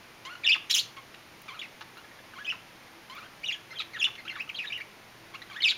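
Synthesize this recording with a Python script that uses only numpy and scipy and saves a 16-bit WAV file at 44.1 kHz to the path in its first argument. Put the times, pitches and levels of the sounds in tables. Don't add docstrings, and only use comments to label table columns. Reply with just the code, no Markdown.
import sys
import numpy as np
from scipy import signal
from scipy.fft import rfft, irfft, next_fast_len
from scipy.io import wavfile
from scipy.ndimage import uniform_filter1d

SR = 44100
rng = np.random.default_rng(int(sys.argv[2]) if len(sys.argv) > 2 else 0)


def generate_wav(sig):
    pcm = np.round(np.clip(np.atleast_2d(sig).T, -1, 1) * 32767).astype(np.int16)
    wavfile.write(sys.argv[1], SR, pcm)


def magnitude_from_level(level_db):
    exponent = np.asarray(level_db, float) / 20
    return 10 ** exponent


N = 254456


def evened(x):
    return x / np.sqrt(np.mean(abs(x) ** 2) + 1e-20)


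def read(points, hz):
    f, value = np.transpose(points)
    return np.interp(np.log(hz + 1), np.log(f + 1), value)


def coloured(x, points):
    size = next_fast_len(N)
    gain = magnitude_from_level(read(points, np.fft.rfftfreq(size, 1 / SR)))
    return irfft(rfft(x, size) * gain, size)[:N]


def noise(points):
    return evened(coloured(rng.standard_normal(N), points))


def smooth(x, s):
    size = max(round(s * SR / 2), 1)
    return uniform_filter1d(uniform_filter1d(x, size), size)


def wander(hz):
    return evened(smooth(rng.standard_normal(N), 1 / hz))


def chaos(hz):
    lowpass = signal.butter(4, hz, fs=SR, output="sos")
    return evened(signal.sosfilt(lowpass, rng.standard_normal((2, N))))


def partial(turn, rough, smear):
    spread = smear[0] * np.cos(turn) + smear[1] * np.sin(turn)
    return np.sqrt(2 * (1 - rough)) * np.cos(turn) + np.sqrt(rough) * spread


def voice():
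    # f/Hz, level/dB
    mouth = [(1500, -28), (2200, 7.5), (3200, 4), (4200, 1), (5500, -11), (7000, -6.5), (9000, -11),
             (11000, -10), (13000, -16), (15500, -33)]
    hz, first, over, rough = controls()
    waver = 0.006 * np.sqrt(hz / 400) * wander(200)
    jitter = 0.042 * rough * wander(480)
    turn = 2 * np.pi * np.cumsum(hz * (1 + waver + jitter)) / SR
    flutter = magnitude_from_level((1.1 + 4.21 * rough) * wander(395))
    steady = np.sqrt(1 - rough ** 2)
    smear = steady * chaos(660) + rough * chaos(2000)
    uneven_db = 2.5 * wander(50)

    overtones, power = np.zeros(N), 1e-9
    for k in range(2, 11):
        slope_db = 5.4 * k * np.log2(hz / 900) * (1 - 0.37 * rough)
        weight = magnitude_from_level(read(mouth, k * hz) - slope_db + np.roll(uneven_db, k * N // 11))
        weight = weight * np.clip((15900 - k * hz) / 300, 0, 1)
        blur = np.clip(rough + (0.53 + 1.1 * rough) * (k * hz / 16000) ** 2, 0, 1)
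        overtones += weight * partial(k * turn, blur, np.roll(smear, k * 97, axis=1))
        power = power + weight ** 2
    overtones = over * overtones / np.sqrt(power + 1e-6)

    rasp = noise([(3500, -30), (6500, -3), (9000, -3), (15900, -18)])
    rasp *= magnitude_from_level(6.5) * np.sqrt(rough) * over ** 3 / (over ** 2 + magnitude_from_level(-58))
    first_smear = steady * chaos(550) + rough * chaos(1230)
    return flutter * (first * partial(turn, rough, first_smear) + overtones + rasp)


def controls():
    # t/s, gain/dB, width/s
    surges = [(0.473, -6, 0.0013), (0.4764, 14, 0.0015), (0.4795, -4, .001), (0.5191, 11.5, 0.00077),
              (0.5196, -10, 0.00093), (0.5275, -1, .001), (0.5305, 4, .001), (0.534, 2, .001),
              (0.709, -2.5, .0015), (0.7382, -2, 0.0021), (0.809, -11, 0.0035), (1.613, -7, .002),
              (3.483, -2, 0.0014), (3.792, -8, 0.0016), (1.816, -1, 0.0021), (0.718, 2.5, 0.0011),
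              (0.7484, 3.5, 0.00092), (3.4867, 2.5, 0.0015), (3.796, 11, .002), (4.029, -0.5, 0.0027),
              (4.155, -2, 0.0015), (4.59, 4.5, .0017), (4.4155, -1, 0.00097), (4.502, -5, .001),
              (2.45, -8, .001), (2.4605, -8, 0.0014), (2.465, -6, .001), (2.518, -8, .001),
              (2.519, 4, .001), (4.679, -18, .001), (.745, -2, .001), (3.543, -4, .001), (5.632, 8, .001),
              (5.635, -8, .0015), (5.6428, -6, 0.00072), (5.65, 3, 0.001), (5.6519, -6, 0.00055),
              (5.66, 6.5, 0.0019), (5.665, -6, .001), (5.704, 6.5, 0.0011), (5.7065, -5, .0008),
              (5.7105, -3, 0.00078)]
    # t/s, gain/dB, width/s
    openings = [(.256, 5.5, 0.019), (.452, 1, .008), (.47, 7.5, 0.0048), (.483, -17, 0.0058),
                (.495, 7, .006), (.53, -7.5, 0.014), (.545, 6, 0.0044), (.564, -7, 0.0055),
                (.462, -9, .003), (3.11, 0, 0.0092), (3.165, 5, 0.011), (3.19, 2, .008), (4.255, 4, .01),
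                (4.36, 5.5, .006), (.75, 4.5, 0.0067), (.785, 1.5, 0.0071), (1.49, 6, 0.012),
                (1.598, 13.5, 0.0043), (1.65, -2, .01), (2.415, -5, .02), (2.455, -1, 0.0083),
                (2.483, -9, 0.0067), (2.515, 4, 0.0045), (3.47, -4, 0.0074), (3.481, 16, 0.0044),
                (3.492, -10, 0.0028), (3.514, 5, 0.0048), (3.528, 14, 0.0043), (3.72, -3, .012),
                (3.772, -10, .015), (3.796, 5, .006), (3.96, -7, 0.014), (4.003, 12.5, 0.0065),
                (4.03, 5, 0.0048), (4.048, 10, 0.0029), (4.038, 4, 0.0037), (4.812, -7, 0.0086),
                (4.06, -3, 0.0042), (4.288, -13, 0.0085), (4.312, 4, 0.0097), (4.499, -4, 0.0071),
                (4.61, -4, .02), (4.71, -5, 0.011), (4.76, -13, .015), (4.79, -3, 0.012),
                (5.356, 10.5, 0.0095), (5.424, 13.5, 0.0058), (5.57, 3.5, 0.0086), (5.592, -17, 0.011),
                (5.609, -8, 0.006), (5.627, 18, 0.0039), (5.646, 1, 0.0047), (5.68, 4.5, 0.014),
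                (5.703, 7, 0.0094)]
    attack_s, release_s = 0.00061, 0.0018
    tie_s = 0.0013
    overtones_follow = 0.61
    overtones_db, overtones_db_per_octave = 2.5, -13.0
    falsetto_octave, falsetto_db_per_octave = 1.55, -22.0
    slack_octaves, slack_s, slack_rough = 0.9, 0.051, 0.82
    slip_octaves_per_s, slip_db, slip_bright_db = 44, -1, -4
    crack_s, crack_rough, crack_bright_db = 0.0038, 0.36, 2.5

    t = np.arange(N) / SR
    first, over, rough = np.zeros((3, N))
    line = []
    surge_db = sum(db * np.exp(-((t - s) / width_s) ** 2) for s, db, width_s in surges)
    open_db = sum(db * np.exp(-((t - s) / width_s) ** 2) for s, db, width_s in openings)
    kinds = call_kinds()
    starts, ends = np.transpose([(call[0][0], call[-1][0]) for calls, *_ in kinds for call in calls])
    for calls, base_rough, bright_db in kinds:
        for call in calls:
            s, hz, db, *strain = np.transpose(call)
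            s = np.maximum.accumulate(s)
            line += zip(s, np.log2(hz))
            fresh = not any(abs(s[0] - ends) < tie_s)
            following = starts[abs(starts - s[-1]) < tie_s]
            tied = len(following)
            end_s = following[0] if tied else s[-1]
            at = np.arange(round(s[0] * SR), round(end_s * SR))
            octave = np.interp(t[at], s, np.log2(hz / 1000))
            level_db = np.interp(t[at], s, db)

            fall = np.clip(2 * (octave.max() - octave - slack_octaves), 0, 1)
            slack = (not tied) * np.exp((t[at] - s[-1]) / slack_s) * fall
            slip = np.tanh((np.gradient(octave) * SR / slip_octaves_per_s) ** 2)
            crack = fresh * np.exp((s[0] - t[at]) / crack_s)
            rise = (t[at] - s[0]) / attack_s + (not fresh)
            release = (s[-1] - t[at]) / release_s + 2 * tied
            gain = np.clip(np.minimum(rise, release), 0, 1) * magnitude_from_level(level_db + slip_db * slip)

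            tone_db = overtones_db + overtones_db_per_octave * octave + bright_db + open_db[at]
            if not strain:
                tone_db = tone_db + falsetto_db_per_octave * np.maximum(octave - falsetto_octave, 0)
            tone_db = tone_db + crack_bright_db * crack + slip_bright_db * np.sqrt(slip)
            tone_db = tone_db + (overtones_follow - 1) * (level_db - level_db.mean())
            first[at] += gain
            over[at] += gain * magnitude_from_level(tone_db)
            rough[at] = base_rough + crack_rough * crack + slack_rough * slack
            if strain:
                rough[at] += np.interp(t[at], s, strain[0])

    hz = 2 ** np.interp(t, *np.transpose(sorted(line)))
    glide_s = 0.0014
    push = magnitude_from_level(surge_db)
    rough = np.clip(smooth(rough, glide_s), 0.01, 1)
    return smooth(hz, glide_s), smooth(first, 0.0022) * push, smooth(over, 0.0061) * push, rough


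def call_kinds():
    # start t/s, length/s, from f/Hz, to f/Hz, level/dB
    peeps = [
        (0.967, 0.025, 1086, 1104, -44.5),
        (1.97, 0.029, 1307, 1490, -49.5),
        (2.044, 0.012, 1696, 1720, -55),
        (2.114, 0.013, 1834, 1844, -51.5),
        (2.188, 0.009, 1670, 1687, -48.5),
        (4.179, 0.03, 2200, 2010, -44),
        (4.492, 0.01237, 3230, 2120, -30.5),
        (4.803, .017, 2063, 2420, -35),
        (5.417, 0.012, 1876, 1993, -44.5),
    ]
    # start t/s, length/s, from f/Hz, to f/Hz, level/dB
    chuts = [
        (1.141, 0.011, 2535, 2750, -47.5),
        (1.806, 0.021, 1890, 1208, -39.5),
        (4.153, 0.011, 2833, 2505, -40),
    ]
    # t/s, pitch f/Hz, level/dB
    chirps = [
        [(.251, 933, -49), (.258, 1010, -46), (.292, 1128, -46), (.298, 1380, -42.5), (.336, 1455, -44.5),
         (.345, 1533, -60), (.355, 1387, -37.5), (.362, 1510, -58), (.388, 1447, -65)],
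        [(1.481, 1284, -39.5), (1.506, 1038, -50.5), (1.512, 1007, -48.5), (1.535, 1170, -49),
         (1.548, 1453, -46.5), (1.582, 1168, -52)],
        [(2.335, 1661, -36.5), (2.349, 1181, -61), (2.37, 1030, -51), (2.382, 1162, -47), (2.386, 1355, -41),
         (2.402, 1648, -43.5), (2.432, 1713, -47)],
        [(3.098, 994, -46.5), (3.146, 1137, -52), (3.152, 1292, -50), (3.17, 1103, -47), (3.188, 1463, -41),
         (3.205, 1170, -58), (3.222, 1216, -46), (3.252, 1620, -52), (3.269, 1538, -49)],
        [(5.339, 1093, -47), (5.349, 1100, -43), (5.355, 1364, -43.5), (5.364, 1410, -64)],
    ]
    # t/s, pitch f/Hz, level/dB
    run_ups = [
        [(3.704, 1950, -58), (3.712, 2105, -41.5), (3.729, 2087, -42), (3.731, 1260, -47), (3.755, 2040, -51)],
        [(3.934, 2270, -47), (3.949, 1920, -36), (3.958, 1873, -38.5), (3.969, 1720, -35.5), (3.976, 1253, -41),
         (3.983, 1538, -40)],
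        [(5.5, 1568, -42), (5.509, 1580, -53), (5.512, 1210, -46), (5.535, 1053, -54), (5.56, 1533, -48),
         (5.564, 1656, -33.5), (5.572, 1808, -38), (5.599, 2010, -42)],
    ]
    # t/s, pitch f/Hz, level/dB
    whistles = [
        [(1.591, 3153, -34), (1.595, 3280, -34.5), (1.606, 3783, -41.5), (1.614, 3763, -48),
         (1.6155, 3070, -30), (1.621, 2350, -37), (1.632, 1950, -42)],
        [(1.633, 2740, -42), (1.64, 2655, -39), (1.647, 2438, -44), (1.661, 1897, -46)],
        [(2.446, 2860, -40), (2.454, 3023, -37.5), (2.458, 3237, -36), (2.464, 3450, -41), (2.466, 2826, -32),
         (2.469, 2438, -38.5), (2.478, 2566, -32.5), (2.492, 2560, -28), (2.496, 2573, -27)],
        [(2.497, 2950, -39), (2.503, 3080, -27), (2.506, 2875, -34), (2.511, 2770, -26), (2.521, 2656, -34.5),
         (2.525, 1386, -36), (2.535, 1302, -50), (2.554, 1000, -71)],
        [(3.431, 2150, -46), (3.439, 2300, -34), (3.445, 2964, -29.5), (3.459, 2806, -35), (3.462, 3784, -32),
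         (3.472, 3500, -35.5), (3.478, 3206, -38), (3.485, 2990, -35)],
        [(3.4855, 2975, -27), (3.493, 2725, -29.5), (3.496, 2824, -30), (3.502, 2657, -29), (3.511, 2215, -38),
         (3.515, 1920, -31)],
        [(3.516, 2340, -44), (3.5225, 2466, -28), (3.5245, 3324, -30), (3.532, 3360, -33), (3.535, 3155, -33),
         (3.539, 3283, -33), (3.546, 2920, -33), (3.548, 1768, -38.5), (3.56, 1636, -61)],
        [(4.721, 2004, -35), (4.725, 2623, -29), (4.73, 3100, -31.5), (4.74, 2500, -37), (4.747, 3080, -38),
         (4.764, 2784, -36.5), (4.771, 2950, -39), (4.782, 1950, -40), (4.795, 1886, -46)],
    ]
    # t/s, pitch f/Hz, level/dB
    warbles = [
        [(4.25, 1200, -50), (4.277, 1640, -46), (4.279, 2400, -31), (4.283, 3150, -36), (4.29, 3068, -44),
         (4.293, 2850, -35.5), (4.3, 2698, -31), (4.302, 2134, -39.5), (4.326, 2052, -38.5)],
        [(4.327, 1401, -52), (4.348, 1900, -50), (4.354, 1784, -43), (4.359, 1800, -35), (4.364, 1383, -36.5),
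         (4.37, 1148, -44), (4.384, 1122, -46)],
        [(4.385, 1885, -44), (4.395, 1992, -42), (4.397, 2240, -38), (4.404, 2400, -33), (4.408, 2780, -26.5),
         (4.413, 2550, -38), (4.417, 2815, -32), (4.425, 2720, -56)],
        [(4.544, 3295, -46), (4.553, 3150, -33), (4.556, 3200, -50), (4.558, 3920, -42), (4.563, 4375, -40.5),
         (4.571, 4070, -37), (4.584, 3300, -45), (4.591, 2800, -28.5), (4.595, 2400, -29)],
        [(4.596, 2430, -35), (4.605, 2805, -29), (4.611, 2394, -35), (4.62, 2630, -41), (4.63, 2250, -38),
         (4.641, 1866, -45), (4.651, 1640, -34.5), (4.656, 1902, -37.5)],
        [(4.657, 2590, -33), (4.66, 3400, -42), (4.669, 3500, -54), (4.671, 3900, -37), (4.682, 3684, -37),
         (4.697, 3600, -51), (4.699, 2800, -48), (4.704, 2373, -36), (4.717, 2300, -49)],
    ]
    # t/s, pitch f/Hz, level/dB
    cries = [
        [(.442, 3795, -35), (.447, 3522, -26), (.458, 3722, -27.5), (.467, 2690, -18.5), (.474, 2620, -27.5),
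         (.478, 2950, -20.5), (.487, 2807, -20), (.49, 2394, -22), (.498, 2313, -24)],
        [(.499, 2492, -23), (.516, 2636, -15.5), (.522, 3540, -20), (.527, 3524, -19), (.5315, 2897, -21),
         (.542, 2705, -24), (.548, 2040, -29.5), (.555, 1397, -40.5), (.568, 1057, -41.5)],
        [(3.988, 3770, -39), (3.996, 3410, -36), (4.008, 3383, -29), (4.013, 3064, -26), (4.017, 2485, -28),
         (4.025, 2700, -28), (4.03, 2700, -15.5), (4.036, 2700, -24)],
        [(4.038, 2755, -37), (4.043, 2797, -14), (4.044, 3617, -18.5), (4.0495, 3484, -21.5),
         (4.051, 2984, -22), (4.061, 2870, -24.5), (4.066, 2340, -38.5), (4.09, 1022, -54)],
        [(5.603, 2830, -42), (5.609, 3036, -28.5), (5.617, 3140, -38)],
        [(5.62, 4400, -25), (5.627, 4424, -28.5), (5.633, 3625, -27.5), (5.636, 3643, -25),
         (5.641, 3764, -18.5), (5.646, 3060, -16), (5.654, 2638, -22), (5.669, 2507, -24), (5.684, 2230, -23)],
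    ]
    # t/s, pitch f/Hz, level/dB, strain 0-1
    scream = [
        [(.697, 3020, -34.5, 0.52), (.708, 3628, -18, 0.63), (.72, 3650, -28.5, 0.9), (.724, 3960, -29, 0.4),
         (.739, 3945, -33, 0.24)],
        [(.74, 3694, -20, 0.35), (.745, 3270, -19, 0.2), (.753, 3050, -25, 0.1), (.759, 3020, -26, 0.47),
         (.763, 2540, -28.5, 0.45), (.77, 2556, -32.5, 0.2)],
        [(.7705, 2725, -28, 0.28), (.783, 3200, -27.5, 0.5), (.7925, 3394, -24, 0.35), (.7935, 4375, -26, 0.32),
         (.804, 4352, -28.5, 0.6), (.815, 3860, -26, 0.94)],
    ]
    # t/s, pitch f/Hz, level/dB, strain 0-1
    yelps = [
        [(3.756, 3376, -47, 0.08), (3.772, 3210, -40, 0), (3.786, 3086, -41, 0), (3.788, 4193, -30, 0.22),
         (3.793, 3890, -35, 0.1), (3.798, 3880, -37.5, 0.05), (3.803, 3830, -39, 0.41), (3.81, 3298, -31, 0.86),
         (3.824, 3100, -36.5, 0.77)],
        [(5.685, 2960, -18.5, 0.29), (5.694, 3905, -23, 0.45), (5.702, 3538, -27, 0), (5.705, 4094, -24, 0.51),
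         (5.709, 3544, -26, 0.55), (5.714, 3200, -23.5, 0.5), (5.718, 2910, -25, 0.33),
         (5.729, 1730, -46, 0.76)],
    ]

    def glides(table):
        return [[(s, from_hz, db), (s + length_s, to_hz, db)] for s, length_s, from_hz, to_hz, db in table]

    return [(glides(peeps), 0.1, 0.48), (glides(chuts), 0.92, 1.7), (chirps, 0.052, 1),
            (run_ups, 0.06, 4.3), (whistles, 0.02, 1.2), (warbles, 0.06, 0.71),
            (cries, 0.0053, 2.55), (scream, 0.01, 15.6), (yelps, 0.0066, 2.55)]


def strands():
    glides = [(0.435, 0.0087, 2650, 2130, -36.5), (0.443, 0.019, 2040, 1685, -41),
              (0.486, 0.028, 5230, 3630, -42), (3.8, 0.0065, 2700, 2380, -35),
              (3.957, .018, 2590, 3493, -49), (4.8, 0.0087, 1527, 2123, -45),
              (0.487, .012, 5500, 4520, -44), (0.71, 0.0063, 5600, 5464, -25.5),
              (3.708, 0.021, 5244, 5220, -60), (3.709, 0.017, 6330, 6300, -61),
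              (3.787, 0.0091, 3094, 3000, -43), (2.542, 0.013, 1085, 947, -51.5),
              (4.476, 0.0062, 2920, 2950, -54), (3.752, 0.023, 2051, 2755, -54),
              (3.798, 0.011, 1385, 1220, -45), (4.065, 0.01726, 1860, 855, -48.5),
              (4.473, 0.013, 1273, 1347, -55), (4.808, 0.024, 3160, 2457, -68),
              (5.62, 0.0077, 2076, 2238, -34.5), (5.674, 0.025, 4640, 4246, -38),
              (5.689, 0.015, 5000, 3890, -33), (5.716, 0.0169, 2160, 1276, -45.5)]
    out, waver = np.zeros(N), 0.025 * wander(300)
    for s, length_s, from_hz, to_hz, db in glides:
        at = round(s * SR) + np.arange(round(length_s * SR))
        hz = np.geomspace(from_hz, to_hz, len(at)) * (1 + waver[at])
        turn = 2 * np.pi * np.cumsum(hz) / SR
        tone = np.sin(turn) + 0.1 * np.sin(2 * turn)
        out[at] += magnitude_from_level(db + 7.5) * tone * signal.windows.tukey(len(at), 0.6)
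    return out


def room(x):
    # f/Hz, t60/s
    decay = [(800, 0.61), (2000, 0.36), (3500, 0.3), (6000, 0.29), (8000, 0.28)]
    # delay t/s, level/dB
    echoes = [(.0021, -21), (.0047, -9), (.0078, -14), (0.0112, -16), (0.0167, -16)]
    taps = np.zeros(SR // 2)
    at = np.arange(180, len(taps) - 20, 20)
    taps[at + rng.integers(0, 20, len(at))] = rng.choice([-1., 1.], len(at))
    hz, t, z = signal.stft(taps, SR, nperseg=256)
    fade = magnitude_from_level(-60 * t / read(decay, hz)[:, None])
    tail = signal.istft(z * fade, SR, nperseg=256)[1]
    tail *= magnitude_from_level(-10.5) / np.linalg.norm(tail)
    for s, db in echoes:
        tail[round(s * SR)] += magnitude_from_level(db)
    return signal.fftconvolve(x, tail)[:N]


def ticks():
    # t/s, peak level/dB, wide part level/dB
    events = [(1.389, -56, -12), (1.417, -45, -2), (1.976, -53, 0), (2.487, -58, -10), (3.15, -50, -3),
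              (3.201, -57, -12), (3.521, -52, -12), (4.097, -58, -6), (4.419, -50, -16), (4.499, -58, 3),
              (4.776, -58, 10)]
    t60_s, attack_s = 0.039, 0.00099
    t, out = np.arange(N) / SR, np.zeros(N)
    top = noise([(11000, -40), (13000, -9), (14500, 0), (15900, -2)])
    wide = noise([(3000, -30), (6000, 1), (10000, 10), (15900, -9)])
    for s, db, wide_db in events:
        shape = magnitude_from_level(db - 60 * np.maximum(t - s, 0) / t60_s) * np.clip((t - s) / attack_s, 0, 1)
        out += shape * (top + magnitude_from_level(wide_db) * wide)
    return out


def background():
    # f/Hz, level/dB per Hz
    hiss_colour = [(25, -15), (85, -10.5), (119, -5.5), (240, -7), (465, -8.5), (800, -8), (1500, -9.5),
                   (2150, -8.5), (2700, -11.5), (4000, -16), (5500, -18.5), (7000, -22.5), (8000, -52),
                   (8600, -69)]
    # f/Hz, level/dB
    hum_lines = [(118.4, -77), (333.8, -74.5)]
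    t = np.arange(N) / SR
    out = magnitude_from_level(-52.5 + 0.12 * wander(29)) * noise(hiss_colour)
    for hz, db in hum_lines:
        level = magnitude_from_level(db + 6.5 + 4.3 * wander(8.7))
        out += level * np.sin(2 * np.pi * hz * t + 0.41 * wander(6.1))
    return out


def scene():
    # f/Hz, level/dB
    radiation = [(500, -51), (800, -1), (1000, -0.5)]
    animal = magnitude_from_level(-2) * coloured(voice() + strands(), radiation)
    return (animal + room(animal) + background() + ticks())[None]


def band_limit(x):
    return signal.sosfilt(signal.butter(12, 15830, fs=SR, output="sos"), x)


def record(dry):
    # f/Hz, level/dB per Hz
    treble = [(6000, -27), (7500, -3), (8600, 2.5), (9700, 2), (13400, -8.5), (15200, -11.5), (15800, -20)]
    # f/Hz, level/dB
    notch = [(6500, 0.5), (7300, -3.5), (7700, -12.5), (7950, -30), (8150, -14.5), (8600, -10.5),
             (15850, 3.5), (16050, -40)]
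    hiss = magnitude_from_level(-60.5) * noise(treble)
    mix = coloured(dry[0] + hiss, notch)[None]
    return band_limit(mix)


dry = scene()
out = record(dry)
generate_wav(out)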